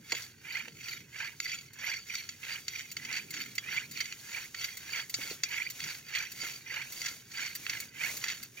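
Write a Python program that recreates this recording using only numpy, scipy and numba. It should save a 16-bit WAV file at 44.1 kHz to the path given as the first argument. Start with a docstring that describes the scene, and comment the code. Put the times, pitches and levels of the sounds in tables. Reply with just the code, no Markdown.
"""Upright hand pump outdoors

A hand pump is worked in steady strokes: noise rushes past the piston seal and whistles at the cap.
An echo loop as long as the air column tunes both, so the resonances rise on each pull and fall on each push.
Friction, grit and impacts ring the steel rod; fine hiss, foot bumps and a low outdoor rumble are shaped noise."""
import sys
import numpy as np
from scipy import signal
from scipy.fft import rfft, irfft
from scipy.io import wavfile
from scipy.ndimage import uniform_filter1d
from numba import njit

SR = 44100
rng = np.random.default_rng(int(sys.argv[2]) if len(sys.argv) > 2 else 0)


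def wav_record(signal):
    """Record a signal, one row per channel, as 16-bit PCM in the file named by sys.argv[1]."""
    frames = np.transpose(np.atleast_2d(signal))
    bounded = np.clip(frames, -1, 1)
    # unit amplitude maps onto the largest positive 16-bit level
    quanta = np.round(bounded * 32767).astype(np.int16)
    wavfile.write(sys.argv[1], SR, quanta)


N = 379260
TIME = np.arange(N) / SR
HZ = np.fft.rfftfreq(N, 1 / SR)

# Push and pull strokes in turn, a push first; levels are ahead of each layer's trim:
# (start [s], wait before moving [s], air column at the start [m], haste [above 0: fast first, slow later],
#  air past the seal [dB], air through the cap [dB], rod scrape [dB], fine hiss [dB])
STROKES = [(0, 0.038, 0.017, 0.17, -54, -50, -46, -63.5),
           (0.321, 0.099, 0.44, 0.04, -48.5, -38, -48.5, -64.5),
           (.714, .024, .041, -0.075, -62, -45.5, -46, -65.5),
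           (1.042, 0.063, 0.34, 0.11, -48, -39.5, -48, -64), (1.362, 0.021, 0.03, 0.29, -63, -47, -44, -63),
           (1.67, 0.086, 0.33, -0.11, -45.5, -37.5, -43, -65),
           (2.027, .015, 0.052, 0.7, -59, -42, -42.5, -62.5),
           (2.352, .05, 0.43, 0.12, -48.5, -40.5, -43, -59), (2.637, 0.02, 0.044, 0.28, -62, -43, -45, -63),
           (2.931, 0.023, 0.44, -0.43, -48.5, -38, -45.5, -60.5),
           (3.262, 0.017, 0.067, 0.48, -58.5, -44, -44.5, -61.5),
           (3.57, .024, 0.3, -0.24, -47.5, -37, -46, -61),
           (3.882, 0.025, 0.061, 0.48, -64, -41.5, -45.5, -59.5),
           (4.181, 0.0087, .43, -0.39, -52, -45.5, -47, -57),
           (4.492, 0.05, 0.056, 0.42, -60, -46, -42.5, -58),
           (4.78, 0, 0.44, -0.78, -46.5, -39.5, -39.5, -58.5),
           (5.062, 0.083, 0.084, 0.44, -53, -45, -44.5, -54),
           (5.38, 0.035, 0.45, 0.042, -50.5, -35.5, -44.5, -60.5),
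           (5.723, .008, 0.048, -0.1, -53.5, -44, -45.5, -55.5),
           (6.018, 0.037, 0.48, 0.052, -48.5, -37, -41.5, -62.5),
           (6.328, 0.0076, .041, 0.19, -55, -46, -43, -56), (6.611, 0.022, .44, 0.11, -48, -38, -45, -64.5),
           (6.917, 0.011, 0.051, 0.078, -59.5, -56, -46.5, -57),
           (7.2, .11, 0.45, 0.33, -49.5, -38, -42, -58), (7.575, 0, 0.056, -0.14, -55, -43, -50, -56),
           (7.89, 0.046, 0.34, 0.031, -46, -35, -45, -66),
           (8.159, 0.00056, 0.13, 0.37, -54, -55, -43.5, -59),
           (8.48, 0.055, 0.32, 0.025, -59.5, -43, -54, -61)]
# Modes of rod and barrel: (frequency [Hz], width [Hz, ahead of any damping], level [dB])
STEEL = [(1366, 32, -6.5), (2077, 125, 0.5), (2202, 140, -0.5), (2653, 112, 0), (3104, 20, -3),
         (3004, 58, -5.5), (3350, 17.5, 1), (3780, 21.5, -3), (4319, 140, 1), (4496, 240, 1), (4654, 50, 8),
         (5790, 39, 7), (5916, 250, -3.5), (6814, 43.5, 7), (6885, 46, 0.5), (7700, 26, -14),
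         (8300, 80, -17), (8210, 23, -9.5), (8300, 13, -26), (12350, 52, 6.5), (14240, 240, -9.5),
         (15100, 66, 6)]


def amp(db):
    """Decibels to gain."""
    return 10 ** (np.asarray(db) / 20)


def evened(x):
    """Scales to rms 1."""
    return x / np.sqrt(np.mean(x ** 2) + 1e-20)


def read(points, hz=HZ):
    """Joins (Hz, value) points on a log-frequency axis."""
    f, value = np.transpose(points)
    return np.interp(np.log(hz + 1), np.log(f + 1), value)


def add(mix, s, sound):
    """Mixes a sound in at a time in seconds."""
    part = mix[max(round(s * SR), 0):][:len(sound)]
    part += sound[:len(part)]


def colour(x, points):
    """Filters by a (Hz, dB) spectrum."""
    return irfft(rfft(x) * amp(read(points)), N)


def unit_band(x, band):
    """Scales the whole sound so that one band (Hz) has rms 1."""
    inside = irfft(rfft(x) * ((HZ > band[0]) & (HZ < band[1])), N)
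    return x / np.std(inside)


def wander(rate_hz):
    """Smooth random drift of rms 1; the rate sets where its faster movement fades out."""
    coarse = TIME[::40]
    hz = np.fft.rfftfreq(len(coarse), coarse[1])
    lowpass = np.exp(-(hz / rate_hz) ** 2)
    drift = irfft(rfft(rng.standard_normal(len(coarse))) * lowpass, len(coarse))
    return np.interp(TIME, coarse, evened(drift))


def gritty(rate_hz, depth_db):
    """Noise that comes in uneven clumps."""
    return rng.standard_normal(N) * amp(depth_db * np.clip(wander(rate_hz), -2, 2))


def catches(per_s, spread_db):
    """Sparse tiny impacts of uneven size and random sign, rms 1."""
    size = amp(spread_db * np.minimum(rng.exponential(1, N), 2)) * rng.choice([-1, 1], N)
    return evened(size * (rng.random(N) < per_s / SR))


def mode(x, hz, width):
    """One resonance with gain 1 at its centre."""
    return signal.lfilter(*signal.iirpeak(min(hz, SR / 2 - 1), hz / width, SR), x)


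def swells(table):
    """Bell-shaped swells as a gain at every sample."""
    return sum(amp(db) * np.exp(-((TIME - s) / half) ** 2) for s, half, db in table)


def motion():
    """The piston eases from turn to turn: stroke number, air column (m), speed 0-1, whether the handle waits."""
    # where the final stroke ends: (time [s], air column [m])
    last_turn = (8.73, 0.05)
    start, wait, column, haste = np.transpose(STROKES)[:4]
    end = np.append(start[1:], last_turn[0])
    goal = np.append(column[1:], last_turn[1])
    k = np.clip(np.searchsorted(start, TIME) - 1, 0, len(start) - 1)
    go = (start + wait)[k]
    angle = np.pi * np.clip((TIME - go) / (end[k] - go), 0, 1)
    angle = angle + haste[k] * np.sin(angle)
    position = column[k] + (goal - column)[k] * (1 - np.cos(angle)) / 2
    return k, position, abs(np.sin(angle)), TIME < go


def stroke_gain(full_db, swing_db, power, wait_db=-8, settle_s=0.067):
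    """Level follows piston speed, sinking by the swing at the turns; a high power keeps it to mid-stroke."""
    k, _, speed, waiting = motion()
    db = full_db[k] - swing_db * (1 - speed ** power) + wait_db * waiting
    return amp(uniform_filter1d(db, max(int(settle_s * SR), 1), mode="nearest"))


@njit
def echo_loop(x, delay, reflection):
    """Sound runs up and down a pipe whose round trip (in samples) changes."""
    y = x.copy()
    for n in range(400, len(x)):
        at = n - delay[n]
        k = int(at)
        y[n] += reflection * (y[k] + (at - k) * (y[k + 1] - y[k]))
    return y


def barrel(x, reflection):
    """The moving piston tunes the air column in the barrel."""
    column_m = motion()[1]
    round_trip = np.clip(2 * column_m / 343 * SR, 2, 390)  # speed of sound 343 m/s
    return echo_loop(x, round_trip, reflection)


def outdoors():
    """A steady far rumble, and low shuffling close by that swells now and then, both from filtered noise."""
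    # far rumble spectrum: (frequency [Hz], level [dB])
    rumble_shape = [(12, -65), (27, -42), (40, -21), (74, -4), (129, 3.5), (198, -8), (349, -11),
                    (409, -9.5), (600, -29.5), (780, -40), (1320, -120)]
    # swells of the shuffling: (centre [s], half length [s], level [dB])
    shuffle_swells = [(0.0, .06, -60), (.72, 0.13, -60.5), (1.0, 0.079, -61), (3.05, 0.13, -63),
                      (3.38, 0.2, -58), (3.85, 0.18, -61.5), (5.3, 0.25, -67), (5.86, 0.05, -58.5),
                      (6.47, 0.11, -64), (7.9, 0.71, -66.5)]
    rumble_db, shuffle_db = -63.5, -71  # the shuffling level holds between its swells
    shuffle_shape = [(80, -25), (130, 4.5), (250, 0.5), (420, -7.0), (700, -26.5), (1500, -39)]
    far = evened(colour(rng.standard_normal(N), rumble_shape))
    near = colour(gritty(rate_hz=24, depth_db=1.5), shuffle_shape)
    near = unit_band(near, (170, 450))
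    return far * amp(rumble_db) + near * np.hypot(amp(shuffle_db), swells(shuffle_swells))


def bumps(rise_s=0.0005, decay_s=0.013):
    """The pump's foot rocks on leafy ground: short, dull puffs of noise, each with its own top frequency."""
    # bumps: (time [s], level ahead of the rise and decay [dB], top frequency [Hz])
    foot_bumps = [(0.123, -38, 1600), (0.677, -50, 800), (4.602, -56, 920), (5.187, -46.5, 600),
                  (5.246, -53, 600), (5.311, -42.5, 620), (5.763, -62, 694), (6.431, -49, 900)]
    # spectrum of the ground: (frequency [Hz], level [dB])
    ground_shape = [(70, -27), (150, -20), (290, 4.5), (470, 4.5), (750, -3), (1100, -4), (2000, -31)]
    t, out = np.arange(SR // 5) / SR, np.zeros(N)
    ground = colour(rng.standard_normal(N), ground_shape)
    envelope = (1 - np.exp(-t / rise_s)) * np.exp(-t / decay_s)
    for s, db, top_hz in foot_bumps:
        puff = signal.lfilter(*signal.butter(3, top_hz, fs=SR), ground[int(s * SR):][:len(t)])
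        add(out, s, evened(puff) * amp(db) * envelope)
    return out


def hiss():
    """A fine, wide noise comes and goes with the strokes and swells into a rustle now and then."""
    # spectrum of the hiss: (frequency [Hz], level [dB])
    hiss_shape = [(300, -3), (600, -3.5), (1150, -4.5), (1500, 1), (3000, 2.5), (5000, 3), (6700, 9.5),
                  (7500, -1.5), (9500, -2), (11500, -0.5), (14000, 0.5), (15800, 0), (16400, -40)]
    # rustles, probably a sleeve: (centre [s], half length [s], level [dB])
    rustles = [(.2, 0.058, -59), (.89, 0.067, -64), (5.3, 0.068, -61.5), (6.97, 0.13, -57.5),
               (8.11, 0.11, -51)]
    fine = unit_band(colour(gritty(rate_hz=200, depth_db=1.5), hiss_shape), (8800, 11800))
    hiss_db = np.transpose(STROKES)[7]
    stroke_part = stroke_gain(hiss_db, swing_db=2.5, power=4.5) * amp(-1.5)
    return fine * np.hypot(stroke_part, swells(rustles))


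def clacks(rise_s=0.000086, after_db=-26, after_s=0.023, dry_share=0.17, damping=0.92):
    """Chatter of the rod in its guide excites the steel modes; a faint after-rattle follows each hit."""
    # knocks in the guide, levels ahead of the band trims:
    # (time [s], chatter length ahead of the stretch [s], knock level [dB], ring level [dB])
    rod_clacks = [(0.106, 0.0054, -51, -45), (0.1204, 0.0032, -31, -31), (0.149, 0.004, -41, -40),
                  (0.221, 0.0033, -66, -47), (0.5699, 0.0028, -50, -49), (0.682, 0.0013, -47, -53),
                  (1.4018, 0.0012, -36.5, -35.5), (1.9365, 0.0057, -41, -44), (2.1528, 0.0017, -41, -36.5),
                  (2.2897, 0.0036, -45.5, -39.5), (2.4308, 0.008, -42.5, -54), (2.681, 0.003, -41.5, -35),
                  (2.967, 0.0031, -38.5, -38.5), (3.0483, 0.0053, -43.5, -43), (3.1256, 0.0037, -44, -40.5),
                  (3.163, 0.012, -38, -38.5), (3.339, 0.0048, -42.5, -41), (3.3654, 0.0038, -41, -47),
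                  (3.4083, 0.0041, -42, -61), (3.5805, 0.0028, -32.5, -34.5), (3.7673, 0.0052, -36.5, -44),
                  (3.973, 0.0021, -44, -43), (4.0032, 0.0071, -34, -33.5), (4.055, 0.0032, -45, -45),
                  (4.1247, 0.0009, -41.5, -43), (4.545, 0.0038, -41, -44), (4.609, 0.012, -43.5, -46),
                  (4.644, 0.0058, -45, -40), (5.1407, 0.0053, -38.5, -30.5), (5.2136, 0.0037, -44, -54),
                  (5.3042, 0.0089, -47, -41), (5.4338, 0.003, -34.5, -29), (5.8023, 0.0023, -41, -42),
                  (5.839, 0.003, -42.5, -40), (6.1504, 0.01, -34.5, -38.5), (6.818, 0.0036, -45, -48),
                  (7.016, 0.0016, -40, -39), (7.048, 0.0035, -44, -43), (7.059, 0.0057, -37.5, -36),
                  (7.083, 0.0049, -44.5, -39), (7.315, 0.0075, -55, -48), (7.459, 0.0055, -47, -42),
                  (7.6655, 0.00075, -36, -45), (7.695, 0.0059, -35, -34), (7.7312, 0.0028, -40, -48),
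                  (8.2397, 0.002, -36, -38.5), (8.2827, 0.0056, -35.5, -36), (8.299, 0.0041, -38, -40)]
    # light, bright ticks, mostly where a stroke turns: (time [s], top treble level ahead of its trim [dB])
    turn_ticks = [(1.733, -53.5), (2.9153, -43.5), (3.3055, -43.5), (3.5522, -45), (3.912, -46),
                  (4.7697, -44.5), (5.096, -42.5), (5.7, -41), (6.3175, -45), (6.921, -44.5),
                  (7.551, -38.5), (7.8012, -40), (8.168, -41.5), (8.428, -43.5)]
    clack_top_db = -16  # top treble of a clack against its ring, ahead of the trims
    tick_s, tick_knock_db, tick_ring_db = .006, -7, -2  # length; lower bands against top, ahead of stretch and trims
    hits = [(s, length, knock, ring, ring + clack_top_db) for s, length, knock, ring in rod_clacks]
    hits += [(s, tick_s, db + tick_knock_db, db + tick_ring_db, db) for s, db in turn_ticks]
    starts, length, *levels = np.transpose(hits)

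    t, out = np.arange(SR // 10) / SR, np.zeros(N)
    burst = np.exp(-(t / (1.82 * length[:, None])) ** 2)
    after_rattle = amp(after_db) * np.exp(-t / after_s)
    force = (1 - np.exp(-t / rise_s)) * (burst + after_rattle)
    chatter = force * rng.standard_normal(force.shape)
    # a damping factor below 1 narrows the modes, so they ring longer
    rung = sum(amp(db) * mode(chatter, hz, width * damping) for hz, width, db in STEEL)
    rung = dry_share * chatter + rung

    # knock, ring and top treble are levelled over the first 15 ms
    edges_hz, trims_db = [(1400, 3500), (3500, 7000), (7800, 16000)], [1.2, 1.2, -.5]
    attack = int(.015 * SR)
    sounds = np.zeros_like(rung)
    for edges, db, trim_db in zip(edges_hz, levels, trims_db):
        part = signal.sosfilt(signal.butter(3, edges, "band", fs=SR, output="sos"), rung)
        sounds += part * (amp(db + trim_db) / part[:, :attack].std(1))[:, None]
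    for start, sound in zip(starts, sounds):
        add(out, start, sound)
    return out


def grit(grain_s=0.0021):
    """Specks of dirt snag the moving rod: tiny dry impacts of decaying noise, loudest in mid-stroke."""
    # spectrum of the grains: (frequency [Hz], level [dB])
    grain_shape = [(900, -35), (1400, -2.5), (2200, 5), (3300, -1.5), (4500, -3), (6800, -5.5), (8000, -22),
                   (16000, -24)]
    t = np.arange(SR // 100) / SR
    snags = signal.oaconvolve(abs(catches(per_s=60, spread_db=4)), np.exp(-t / grain_s))[:N]
    grains = evened(colour(snags * rng.standard_normal(N), grain_shape))
    scrape_db = np.transpose(STROKES)[6]
    return grains * stroke_gain(scrape_db, swing_db=22, power=1.2) * amp(-3)


def scrape():
    """Friction and tiny catches ring the steel; modes swell and fade as the contact slides along the rod."""
    friction = evened(gritty(rate_hz=90, depth_db=4)) + .9 * catches(per_s=70, spread_db=5)
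    swell_db = 4.4 * np.array([wander(rate_hz=16) for _ in STEEL]).clip(-1.7, 1.7)
    steel = np.zeros(N)
    for k, (hz, width, db) in enumerate(STEEL):
        polarity = (-1) ** k
        steel += polarity * amp(db + swell_db[k]) * mode(friction, hz, width)
    scrape_shape = [(700, -36), (1400, 7.5), (2700, 1), (3300, 5.5), (7000, -3.0), (7600, 2.5), (16000, -13.0)]
    steel = unit_band(colour(steel, scrape_shape), (4000, 7200))
    scrape_db = np.transpose(STROKES)[6]
    return steel * stroke_gain(scrape_db, swing_db=16.5, power=1.46) * amp(1.5)


def squeaks(half_s=0.0072, glide_hz_per_s=14000, waver_hz=142):
    """A barrel resonance makes the cap whistle: brief rough tones that glide up on a pull, down on a push."""
    # whistles: (centre [s], frequency at the centre ahead of the waver [Hz], level at the peak [dB])
    whistles = [(.935, 2100, -41), (1.463, 2050, -33), (1.535, 2470, -35), (1.845, 2105, -33.5),
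                (2.21, 2050, -46), (5.545, 2320, -34), (5.585, 2292, -33), (5.622, 2317, -38),
                (6.205, 2370, -38), (6.235, 2200, -41), (6.71, 1890, -37), (6.77, 2150, -37),
                (6.815, 2300, -37), (8.05, 2220, -31)]
    t, out = np.arange(-SR // 25, SR // 25) / SR, np.zeros(N)
    starts = np.transpose(STROKES)[0]
    for s, hz, db in whistles:
        direction = (-1) ** int(np.searchsorted(starts, s))  # -1 on a push
        glide = glide_hz_per_s * direction
        waver = waver_hz * evened(uniform_filter1d(rng.standard_normal(len(t)), size=60))
        tone = np.sin(2 * np.pi * np.cumsum(hz + glide * t + waver) / SR)
        add(out, s + t[0], np.sqrt(2) * amp(db) * tone * np.exp(-(t / half_s) ** 2))
    return out


def cap():
    """The hole in the cap picks out each barrel resonance as it glides by: a run of short, broken chirps."""
    # spectrum the cap lets through: (frequency [Hz], level [dB])
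    cap_shape = [(1200, -58), (1450, -22), (1780, -14.5), (2030, 4), (2180, 2), (2400, 5), (2700, -9),
                 (3000, -4.5), (3600, -20.5), (8000, -89)]
    chirps = barrel(gritty(rate_hz=70, depth_db=3.2), reflection=.7)
    flutter = amp(4.0 * wander(rate_hz=45).clip(-2, 1.5))
    chirps = unit_band(colour(chirps, cap_shape) * flutter, (1800, 2700))
    cap_db = np.transpose(STROKES)[5]
    return chirps * stroke_gain(cap_db, swing_db=23, power=0.83) * amp(-1.35)


def intake():
    """Air squeezes past the piston seal in a rough rush, mostly on the pull, coloured by the barrel."""
    # spectrum of the rush: (frequency [Hz], level [dB])
    intake_shape = [(250, -22), (480, -12.5), (720, -14.5), (910, -3.5), (1130, -10), (1240, -5.5),
                    (1370, 0), (1680, 9.5), (2200, -2.5), (2750, 5), (3300, -13.5), (7000, -12.5),
                    (8000, -36)]
    rush = barrel(gritty(rate_hz=110, depth_db=4.0), reflection=0.34)
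    rush = unit_band(colour(rush, intake_shape), (750, 1600))
    seal_db = np.transpose(STROKES)[4]
    return rush * stroke_gain(seal_db, swing_db=17, power=2.2) * amp(-.5)


def sources():
    """Everything that sounds, as one spectrum."""
    background = outdoors() + bumps() + hiss()
    rod = clacks() + grit() + scrape()
    air = squeaks() + cap() + intake()
    return rfft(background + rod + air)


def scene():
    """Two microphone ports share the direct sound and take the scattered part in opposite polarity."""
    # level of left over right: (frequency [Hz], difference [dB])
    balance = [(60, -0.5), (87, -0.5), (130, -0.5), (180, -1.0), (260, -1.0), (380, -2.5), (550, -1.5),
               (790, 3.5), (1140, -0.5), (1650, -5.5), (2380, -6.5), (3440, 0.2), (4970, -2.0), (7180, 1.5),
               (10400, 0), (15000, -1.0)]
    # phase by which left leads: (frequency [Hz], lead [rad])
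    phase_lead = [(200, 0), (860, 0.68), (1550, 0.75), (2150, 0.7), (2580, 1.5), (3100, 1.6), (3790, 0.48),
                  (4130, -2.5), (4480, 1.46), (5770, 0.86), (6500, 1.28)]
    # likeness of the ports: (frequency [Hz], correlation [0-1])
    likeness = [(100, .98), (700, .84), (1500, .95), (2500, .93), (5000, .84), (9000, .48), (14000, .62)]
    direct, scattered = sources(), sources()  # two independent random draws of the same events
    same = read(likeness)
    ports = []
    for side in (1, -1):  # left, right
        heard = np.sqrt((1 + same) / 2) * direct + side * np.sqrt((1 - same) / 2) * scattered
        share = np.sqrt(2 / (1 + amp(-side * read(balance)) ** 2))
        ports.append(irfft(heard * share * np.exp(.5j * side * read(phase_lead)), N))
    return np.array(ports)


def record(dry, edge_hz=16300):
    """The recorder's band limit: a steep low-pass."""
    lowpass = signal.firwin(511, edge_hz, window=("kaiser", 9), fs=SR)
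    return signal.oaconvolve(dry, lowpass[None], "same")


dry = scene()
out = record(dry)
wav_record(out)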